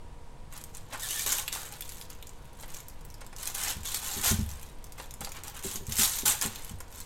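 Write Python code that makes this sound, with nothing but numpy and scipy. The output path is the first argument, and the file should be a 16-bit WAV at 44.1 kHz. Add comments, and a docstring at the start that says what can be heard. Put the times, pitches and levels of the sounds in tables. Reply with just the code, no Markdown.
"""Crinkling and sharp crackles over a quiet fan: hands peel and crumple a thin plastic film off a rigid
frame, at a desk in a small room. The film buckles in showers of tiny snaps, and single creases give way
with a louder crack. It rubs along the frame and squeaks where it grips. Now and then the frame clacks
under a tap, and in the second half it bumps the desk with dull thuds."""
import sys
import numpy as np
from scipy import signal
from scipy.fft import rfft, irfft
from scipy.io import wavfile
from scipy.ndimage import uniform_filter1d

SR = 44100
rng = np.random.default_rng(int(sys.argv[2]) if len(sys.argv) > 2 else 0)


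def put_to_file(sound):
    """Save the sound as 16-bit audio at rate SR, in the file named by the first command-line argument."""
    columns = np.atleast_2d(sound).T  # one column per channel
    safe = np.clip(columns, -1, 1)
    whole_steps = np.round(safe * 32767)
    wavfile.write(sys.argv[1], SR, whole_steps.astype(np.int16))


N = 310905

# The tone of the moving air. Each row: frequency in Hz, relative level in dB.
AIR_COLOUR = [(12, -58), (25, -62.5), (50, -69), (80, -71.5), (180, -80.5), (400, -87), (900, -88),
              (1400, -95.5), (2800, -100), (6000, -106), (8700, -105), (12000, -114), (16000, -122)]
# The fan's hum. Each row: pitch in Hz, level in dB.
FAN_TONES = [(98, -68), (141.5, -65), (468, -68), (511.5, -70), (942.5, -65.5), (990, -70)]
# Pulls on the film. Each row: start in seconds, seconds spent taking up slack before that, length in
# seconds, crinkling level in dB and sliding level in dB at the pull's end, rise over the pull in dB.
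PULLS_ON_FILM = [(0.527, .025, 0.059, -50.5, -51.5, -0.5), (0.739, .01, .04, -55, -58, 0),
                 (0.924, 0.035, 0.022, -44.5, -41, 1.5), (1.01, .05, 0.23, -35, -50.5, 3.5),
                 (1.262, 0.0057, 0.065, -31.5, -40, 0), (1.344, .01, 0.056, -35.5, -42, 0),
                 (1.524, .005, 0.035, -37.5, -42, 0), (1.59, 0.018, 0.086, -46.5, -49.5, -2.5),
                 (1.726, .03, 0.031, -49.5, -50, 0), (1.85, .02, 0.18, -52, -60, -1),
                 (2.1, .005, 0.028, -54.5, -55, 0), (2.604, 0.074, 0.027, -50.5, -57, 1.5),
                 (2.683, .01, .11, -51, -55, 0), (3.214, 0.028, 0.013, -57, -56, -3),
                 (3.388, 0.03, .11, -41.5, -47.5, 3.5), (3.544, 0.012, 0.16, -32.5, -37.5, 7),
                 (3.85, 0.013, 0.13, -37, -46.5, 2), (4.029, .03, 0.19, -36.5, -43, 1.5),
                 (4.24, 0.016, 0.066, -26.5, -33, 0), (4.362, .02, 0.043, -59, -56, -2),
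                 (4.502, .01, .19, -58.5, -60, -6), (4.98, 0.035, 0.064, -52, -55.5, 0.5),
                 (5.208, .004, 0.045, -49, -51.5, -4), (5.346, 0.018, 0.023, -48, -43, 8),
                 (5.438, .005, 0.036, -46, -45, 7.5), (5.556, 0.049, 0.029, -46, -46.5, 1.5),
                 (5.638, .015, 0.12, -40.5, -51, -2), (5.893, 0.047, 0.066, -37.5, -45.5, 6),
                 (5.993, 0.043, 0.061, -25, -40, -1.5), (6.086, .02, 0.12, -36.5, -51.5, -2.5),
                 (6.257, 0.0057, 0.052, -25, -32.5, 0.5), (6.416, .002, 0.035, -36, -36, -1),
                 (6.528, .02, 0.19, -54, -55.5, -5), (6.937, 0.076, 0.073, -48.5, -55.5, 1)]
# The tones of crinkling, sliding, a crack and a tap. Each row: frequency in Hz, relative level in dB.
CRINKLING_COLOUR = [(200, -36), (700, -11), (1500, -9.5), (2600, -9), (3800, -3), (5000, -7), (6500, -0.5),
                    (8200, 0), (10200, -5.5), (12500, -2.5), (16000, -13.5)]
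SLIDING_COLOUR = [(150, -12.5), (400, -4), (620, -6), (850, -0.5), (1700, -1), (3200, -1.5), (6000, -10.5),
                  (16000, -34)]
CREASE_COLOUR = [(200, -7.5), (900, -12), (2500, 0), (4000, -4.5), (7500, 4.5), (10000, 0.5), (12500, 4),
                 (16000, -10)]
TAP_COLOUR = [(150, -9), (450, -4), (1000, 0.5), (2200, -7), (4200, -13), (9000, -12.5), (16000, -43)]
# The notes the frame rings at. Each row: pitch in Hz, relative level in dB, seconds to fade by 60 dB.
FRAME_MODES = [(521, -5, 0.2), (823, 3.5, 0.033), (1052, 3, 0.052), (1274, -11, 0.074), (1483, -3, 0.014),
               (1750, -5.5, 0.019)]
# Single creases snapping. Each row: start in seconds, level in dB, pitch of the ring in Hz.
CREASE_SNAPS = [(.577, -29, 11400), (.639, -28.5, 8640), (.749, -29, 6600), (.77, -27.5, 8740),
                (1.264, -14, 12400), (1.321, -13, 6600), (1.326, -11.5, 7800), (1.393, -23, 7100),
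                (1.479, -17.5, 3000), (1.483, -23.5, 2900), (1.527, -19, 4400), (1.808, -24.5, 12700),
                (1.822, -25.5, 3530), (1.892, -24.5, 7100), (1.921, -28, 11400), (2.013, -27.5, 3300),
                (2.102, -31.5, 6560), (2.226, -32, 3420), (2.27, -33.5, 6900), (2.293, -32.5, 6300),
                (2.609, -31.5, 11600), (2.745, -30, 6050), (2.768, -28, 7800), (2.803, -33.5, 7400),
                (2.884, -29.5, 11500), (3.102, -38, 5300), (3.142, -33, 5200), (3.265, -35.5, 7600),
                (3.364, -27.5, 6500), (3.43, -22.5, 11600), (3.474, -16.5, 6250), (3.55, -17, 7350),
                (3.833, -29, 7100), (3.945, -16, 4100), (4.234, -22, 6500), (4.491, -30, 6150),
                (4.514, -30, 6040), (4.63, -28.5, 9400), (4.842, -31.5, 7500), (4.922, -32.5, 6700),
                (5.109, -28, 6400), (5.139, -31, 7200), (5.207, -27.5, 7600), (5.247, -25, 4440),
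                (5.292, -29, 6640), (5.319, -26.5, 6800), (5.436, -24.5, 7000), (5.481, -25.5, 7300),
                (5.626, -30, 7160), (5.758, -19.5, 6800), (5.868, -24, 6760), (5.922, -18.5, 6600),
                (5.968, -20, 6300), (5.985, -15, 9600), (6.033, -10, 7700), (6.188, -17.5, 6900),
                (6.259, -14, 6940), (6.28, -8, 11800), (6.413, -13.5, 6500), (6.423, -12.5, 8300),
                (6.461, -14.5, 8350), (6.559, -24.5, 4060), (6.647, -28.5, 11500), (6.695, -28, 7900),
                (6.804, -28.5, 7000), (7.003, -25.5, 8140)]
# Fingers and film tapping the frame. Each row: start in seconds, level in dB.
FRAME_TAPS = [(0.931, -29), (0.946, -27), (1.264, -26), (1.559, -30), (2.633, -33), (3.215, -34),
              (3.328, -36), (4.982, -35.5), (4.999, -26), (5.214, -25), (5.271, -31), (6.805, -32.5)]
# The film squeaking under the fingers. Each row: start in seconds, length in seconds, pitch in Hz,
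# level in dB.
FILM_SQUEAKS = [(1.019, 0.048, 1744, -41.5), (1.087, 0.059, 2990, -40), (1.13, 0.083, 1750, -44.5),
                (1.184, 0.038, 2360, -40), (1.285, .07, 1560, -41), (3.85, 0.036, 3500, -38.5),
                (3.939, 0.04, 4140, -37.5)]
# The frame bumping the desk. Each row: start in seconds, level in dB, contact time in milliseconds.
DESK_BUMPS = [(3.765, -30.5, 4.9), (4.165, -32, 2.1), (4.27, -30.5, 7.5), (4.309, -19.5, 3),
              (4.338, -33, 9.4), (4.387, -18.5, 4.4), (4.425, -26.5, 9.8), (4.481, -37.5, 8.9),
              (5.205, -38, 3.5), (5.645, -29, 0.52), (5.748, -39, 2), (5.805, -36.5, 1.4),
              (5.882, -25.5, 4.9), (5.988, -29, 1.9), (6.229, -32, 0.99), (6.264, -34.5, 1.5),
              (6.448, -30, 1.6), (6.708, -33.5, 4.7), (6.737, -33, 6.6)]
# The notes of the desk with the frame on it. Each row: pitch in Hz, relative level in dB, seconds to
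# fade by 60 dB.
DESK_MODES = [(72, -11, 0.51), (94.2, -4.5, 0.23), (127.6, -5.5, 0.11), (177, 4.5, 0.052), (217, 1, 0.18),
              (316, -29, 0.097), (368, -8.5, 0.13), (391.5, 2, 0.13)]

FIRST_TOUCH_S, RESTING_CRINKLE_DB, RESTING_SLIDE_DB = .51, -68, -64.5  # hands just holding the film
TAKE_UP_DB = 22  # the rustle rises this much while the slack is taken up
RELAX_DB_PER_S = 334  # the film falls quiet when a pull ends
SETTLE_DB, SETTLE_DB_PER_S = -13.5, 75  # a weaker rustle lingers as it settles
STRAY_PER_S, STRAY_HZ, STRAY_OCTAVES = 13, 7000, 0.6  # stray creases: rate, typical pitch, its spread
STRAY_OVER_DB, STRAY_FLOOR_DB = 8, -45  # their typical level: above the crinkling, and at its lowest
STRAY_SCATTER_DB = 6.5  # random spread around that level


def undb(db):
    """Turn decibels into a number to multiply by."""
    return 10 ** (np.asarray(db) / 20)


def unit(x):
    """Scale to an energy of one."""
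    return x / np.sqrt(np.sum(x ** 2))


def seconds(size):
    """The time in seconds of each of so many samples."""
    return np.arange(size) / SR


def fade(t, t60):
    """Die away by 60 dB every t60 seconds."""
    return np.exp(-np.log(1000) * t / t60)


def add(out, start_s, x):
    """Mix x into out, beginning at start_s."""
    i = max(int(start_s * SR), 0)
    out[i:i + len(x)] += x[:max(len(out) - i, 0)]


def through(x, response):
    """Filter x: every sample sets off its own copy of the response."""
    return signal.oaconvolve(x, response)[:len(x)]


def resonate(x, hz, q):
    """Keep the sound near one pitch; a higher q rings longer."""
    return signal.lfilter(*signal.iirpeak(min(hz, SR / np.e), max(q, 1), fs=SR), x)


def colour(points, size=1024):
    """Make a filter response whose tone follows the (Hz, dB) points."""
    hz, db = np.transpose(points)
    bins_hz = np.maximum(np.fft.rfftfreq(size, 1 / SR), 1)
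    gains = undb(np.interp(np.log(bins_hz), np.log(hz), db))
    cepstrum = irfft(np.log(gains))
    # folding this in half packs the energy at the start, so clicks stay sharp
    cepstrum[1:size // 2] *= 2
    cepstrum[size // 2 + 1:] = 0
    return unit(irfft(np.exp(rfft(cepstrum))))


def walk(per_s):
    """Glide between random values, mostly within -1 to 1, per_s times a second."""
    return np.interp(seconds(N) * per_s, np.arange(N), rng.standard_normal(N))


def even(x, span_s):
    """Hold the slow level of x at one and keep its fine grain."""
    size = max(int(span_s * SR), 2)
    power = uniform_filter1d(uniform_filter1d(x ** 2, size), size)
    return x / np.sqrt(np.maximum(power, 1e-12))


def shower(per_s, spread_db):
    """Random clicks: many small ones and a few large."""
    happens = rng.random(N) < per_s / SR
    size = np.minimum(rng.exponential(size=N), 3.5)
    return happens * undb(spread_db * size) * rng.choice([-1, 1], N)


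def ring(modes, t, scatter_db, detune):
    """A struck object rings; each grip and point of contact changes its notes a little."""
    chance = rng.standard_normal((len(modes), 2))
    return sum(undb(db + scatter_db * louder)
               * np.sin(2 * np.pi * hz * (1 + detune * higher) * t) * fade(t, t60)
               for (hz, db, t60), (louder, higher) in zip(modes, chance))


def fan():
    """Moving air rumbles and hisses under the wavering tones of a fan."""
    noise = rng.standard_normal(N + 8192)
    air = through(noise, colour(AIR_COLOUR, size=8192))[-N:] * undb(-44)
    t = seconds(N)
    hum = sum(np.sqrt(2) * undb(db + 1.2 * walk(5.6)) * np.sin(2 * np.pi * hz * t + 0.72 * walk(7))
              for hz, db in FAN_TONES)
    return air + hum


def pull_loudness(levels_db, resting_db):
    """The level in dB over time: each pull takes up slack, holds, lets go and leaves the film settling."""
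    t = seconds(N)
    power = undb(resting_db) ** 2 * (t > FIRST_TOUCH_S) + 1e-10
    for (start, take_up, length, _, _, rise_db), db in zip(PULLS_ON_FILM, levels_db):
        before, after = np.maximum(start - t, 0), np.maximum(t - start - length, 0)
        attack_db = -TAKE_UP_DB * before / take_up
        hold_db = db - rise_db * np.clip(1 - (t - start) / length, 0, 1)
        release_db = np.maximum(-RELAX_DB_PER_S * after, SETTLE_DB - SETTLE_DB_PER_S * after)
        power += undb(attack_db + hold_db + release_db) ** 2
    return 10 * np.log10(power)


def crinkle(level_db, patches=12):
    """Small patches of film buckle in showers of snaps, thicker the harder the film is worked."""
    per_s = 1900 * undb(.8 * (np.minimum(level_db, -25) + 35))
    out, t = np.zeros(N), seconds(512)
    for hz in np.linspace(2200, 14000, patches):
        # each patch takes the strain for a moment, then hands it on
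        snaps = np.abs(shower(per_s / patches, spread_db=5.0)) * undb(2.1 * walk(22))
        flutter, crack = rng.standard_normal((2, N))
        flutter = resonate(flutter * through(snaps, fade(t, 0.013)), hz, q=hz / 1700)
        crack = crack * through(snaps, fade(t, 0.0017))
        out += unit(flutter) + 1.32 * unit(crack)
    rustle = through(out * np.sqrt(N), colour(CRINKLING_COLOUR))
    return even(rustle, span_s=0.022) * undb(level_db - 1.2)


def slide(level_db):
    """Film and fingers stick and slip along the frame."""
    slips = through(shower(per_s=2500, spread_db=4.5), colour(SLIDING_COLOUR))
    # the moving contact brings out one note of the frame after another
    body = sum(undb(db + 5.3 * walk(20)) * resonate(slips, hz, q=18) for hz, db, _ in FRAME_MODES)
    return even(slips + 0.9 * body, span_s=0.05) * undb(level_db - 3.0)


def crackles(creases):
    """A crease gives way: a sharp crack, a brief ring, then smaller snaps as it settles."""
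    out, t = np.zeros(N), seconds(1024)
    tone = colour(CREASE_COLOUR)
    for start, db, hz in creases:
        crack, flutter = rng.standard_normal((2, len(t)))
        run_s = 0.0044 * undb(0.12 * (db + 40))  # a louder snap runs along a longer crease
        settling = 0.4 * rng.random(len(t)) * (rng.random(len(t)) < 600 / SR) * fade(t, 0.044)
        clicks = (t == 0) + settling
        crack = through(crack * through(clicks, fade(t, run_s)), tone)
        flutter = resonate(flutter * through(clicks, fade(t, 1.08 * run_s)), hz, q=4.7)
        snap = unit(crack) + 0.85 * unit(flutter)
        add(out, start, undb(db + 0.43) * snap / np.abs(snap).max())
    return out


def stray_creases(level_db):
    """Lesser creases give way at random, louder under more strain. Returns rows like CREASE_SNAPS."""
    chance = rng.standard_normal((200, 2))
    starts = FIRST_TOUCH_S + np.cumsum(rng.gamma(2, .5, len(chance))) / STRAY_PER_S
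    rows = []
    for start, (louder, higher) in zip(starts, chance):
        if start * SR < N:
            typical_db = max(level_db[int(start * SR)] + STRAY_OVER_DB, STRAY_FLOOR_DB)
            hz = STRAY_HZ * 2 ** (STRAY_OCTAVES * higher)
            rows.append((start, typical_db + STRAY_SCATTER_DB * louder, hz))
    return rows


def taps():
    """Light blows on the frame give a dry clack; the hand holding it muffles most of the ring."""
    out, t = np.zeros(N), seconds(8192)
    tone = colour(TAP_COLOUR)
    for start, db in FRAME_TAPS:
        clack = through(rng.standard_normal(len(t)) * fade(t, 0.036), tone)
        tap = unit(clack) + .45 * unit(ring(FRAME_MODES, t, scatter_db=2, detune=.01))
        add(out, start, undb(db - 1.5) * tap / np.abs(tap).max())
    return out


def squeaks():
    """Where the film grips, it slips in a fast, ragged rhythm, heard as a pitch with two overtones."""
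    out = np.zeros(N)
    for start, length, hz, db in FILM_SQUEAKS:
        size = int(length * SR)
        pitch_hz = hz * (1 + 0.017 * walk(55.6) + 0.095 * walk(2517))[:size]
        phase = 2 * np.pi * np.cumsum(pitch_hz) / SR
        tone = np.sin(phase) + 1.1 * np.sin(2 * phase) + 0.34 * np.sin(3 * phase)
        loudness = undb(db - 3 + 2.4 * walk(550)[:size]) * signal.windows.tukey(size)
        add(out, start, loudness * tone)
    return out


def bumps():
    """The frame pushes on the padded desk; a longer contact gives a duller thud."""
    out, t = np.zeros(N), seconds(16384)
    for start, db, contact_ms in DESK_BUMPS:
        push = np.sin(np.pi * np.minimum(1000 * t / contact_ms, 1))
        scuff = resonate(rng.standard_normal(len(t)) * fade(t, 0.14), hz=198, q=1.3)
        body = unit(ring(DESK_MODES, t, scatter_db=2.0, detune=0.011)) + .5 * unit(scuff)
        thud = through(body, push) * (1 - fade(t, 0.039))  # with a softened start
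        add(out, start, undb(db + 0.24) * thud / np.abs(thud).max())
    return out


def room(x, paths=6):
    """Quick echoes off the desk and its clutter, then a duller tail; the paths shift from fold to fold."""
    t = seconds(22050)
    walls = colour([(100, -2.0), (900, 2.5), (4000, 1), (9000, -3.5), (16000, -3.5)])
    shares = np.array([walk(55) for _ in range(paths)])
    shares /= np.sqrt(np.sum(shares ** 2, axis=0))  # their total power stays the same
    out = x
    for share in shares:
        near, far = rng.standard_normal((2, len(t)))
        early = near * (rng.random(len(t)) < .15) * (t > .0012) * fade(t, 0.054)
        late = through(far, walls) * (1 - fade(t, 0.023)) * fade(t, 0.34)
        out = out + through(x * share, undb(-3.0) * unit(early) + undb(-8.5) * unit(late))
    return out


def scene():
    """Film and frame echo in the room; the desk thuds below them, over the fan."""
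    _, _, _, crinkle_levels, slide_levels, _ = np.transpose(PULLS_ON_FILM)
    crinkle_db = pull_loudness(crinkle_levels, RESTING_CRINKLE_DB)
    slide_db = pull_loudness(slide_levels, RESTING_SLIDE_DB)
    handling = crinkle(crinkle_db) + slide(slide_db) + squeaks() + taps()
    handling += crackles(list(CREASE_SNAPS) + stray_creases(crinkle_db))
    return (room(handling) + bumps() + fan())[None]


def record(dry):
    """Round off the loudest peaks and cut the treble above 16000 Hz."""
    ceiling = undb(-7.0)
    rounded = ceiling * np.tanh(dry / ceiling)
    return signal.sosfilt(signal.ellip(10, .2, 70, 16000, fs=SR, output="sos"), rounded)


dry = scene()
out = record(dry)
put_to_file(out)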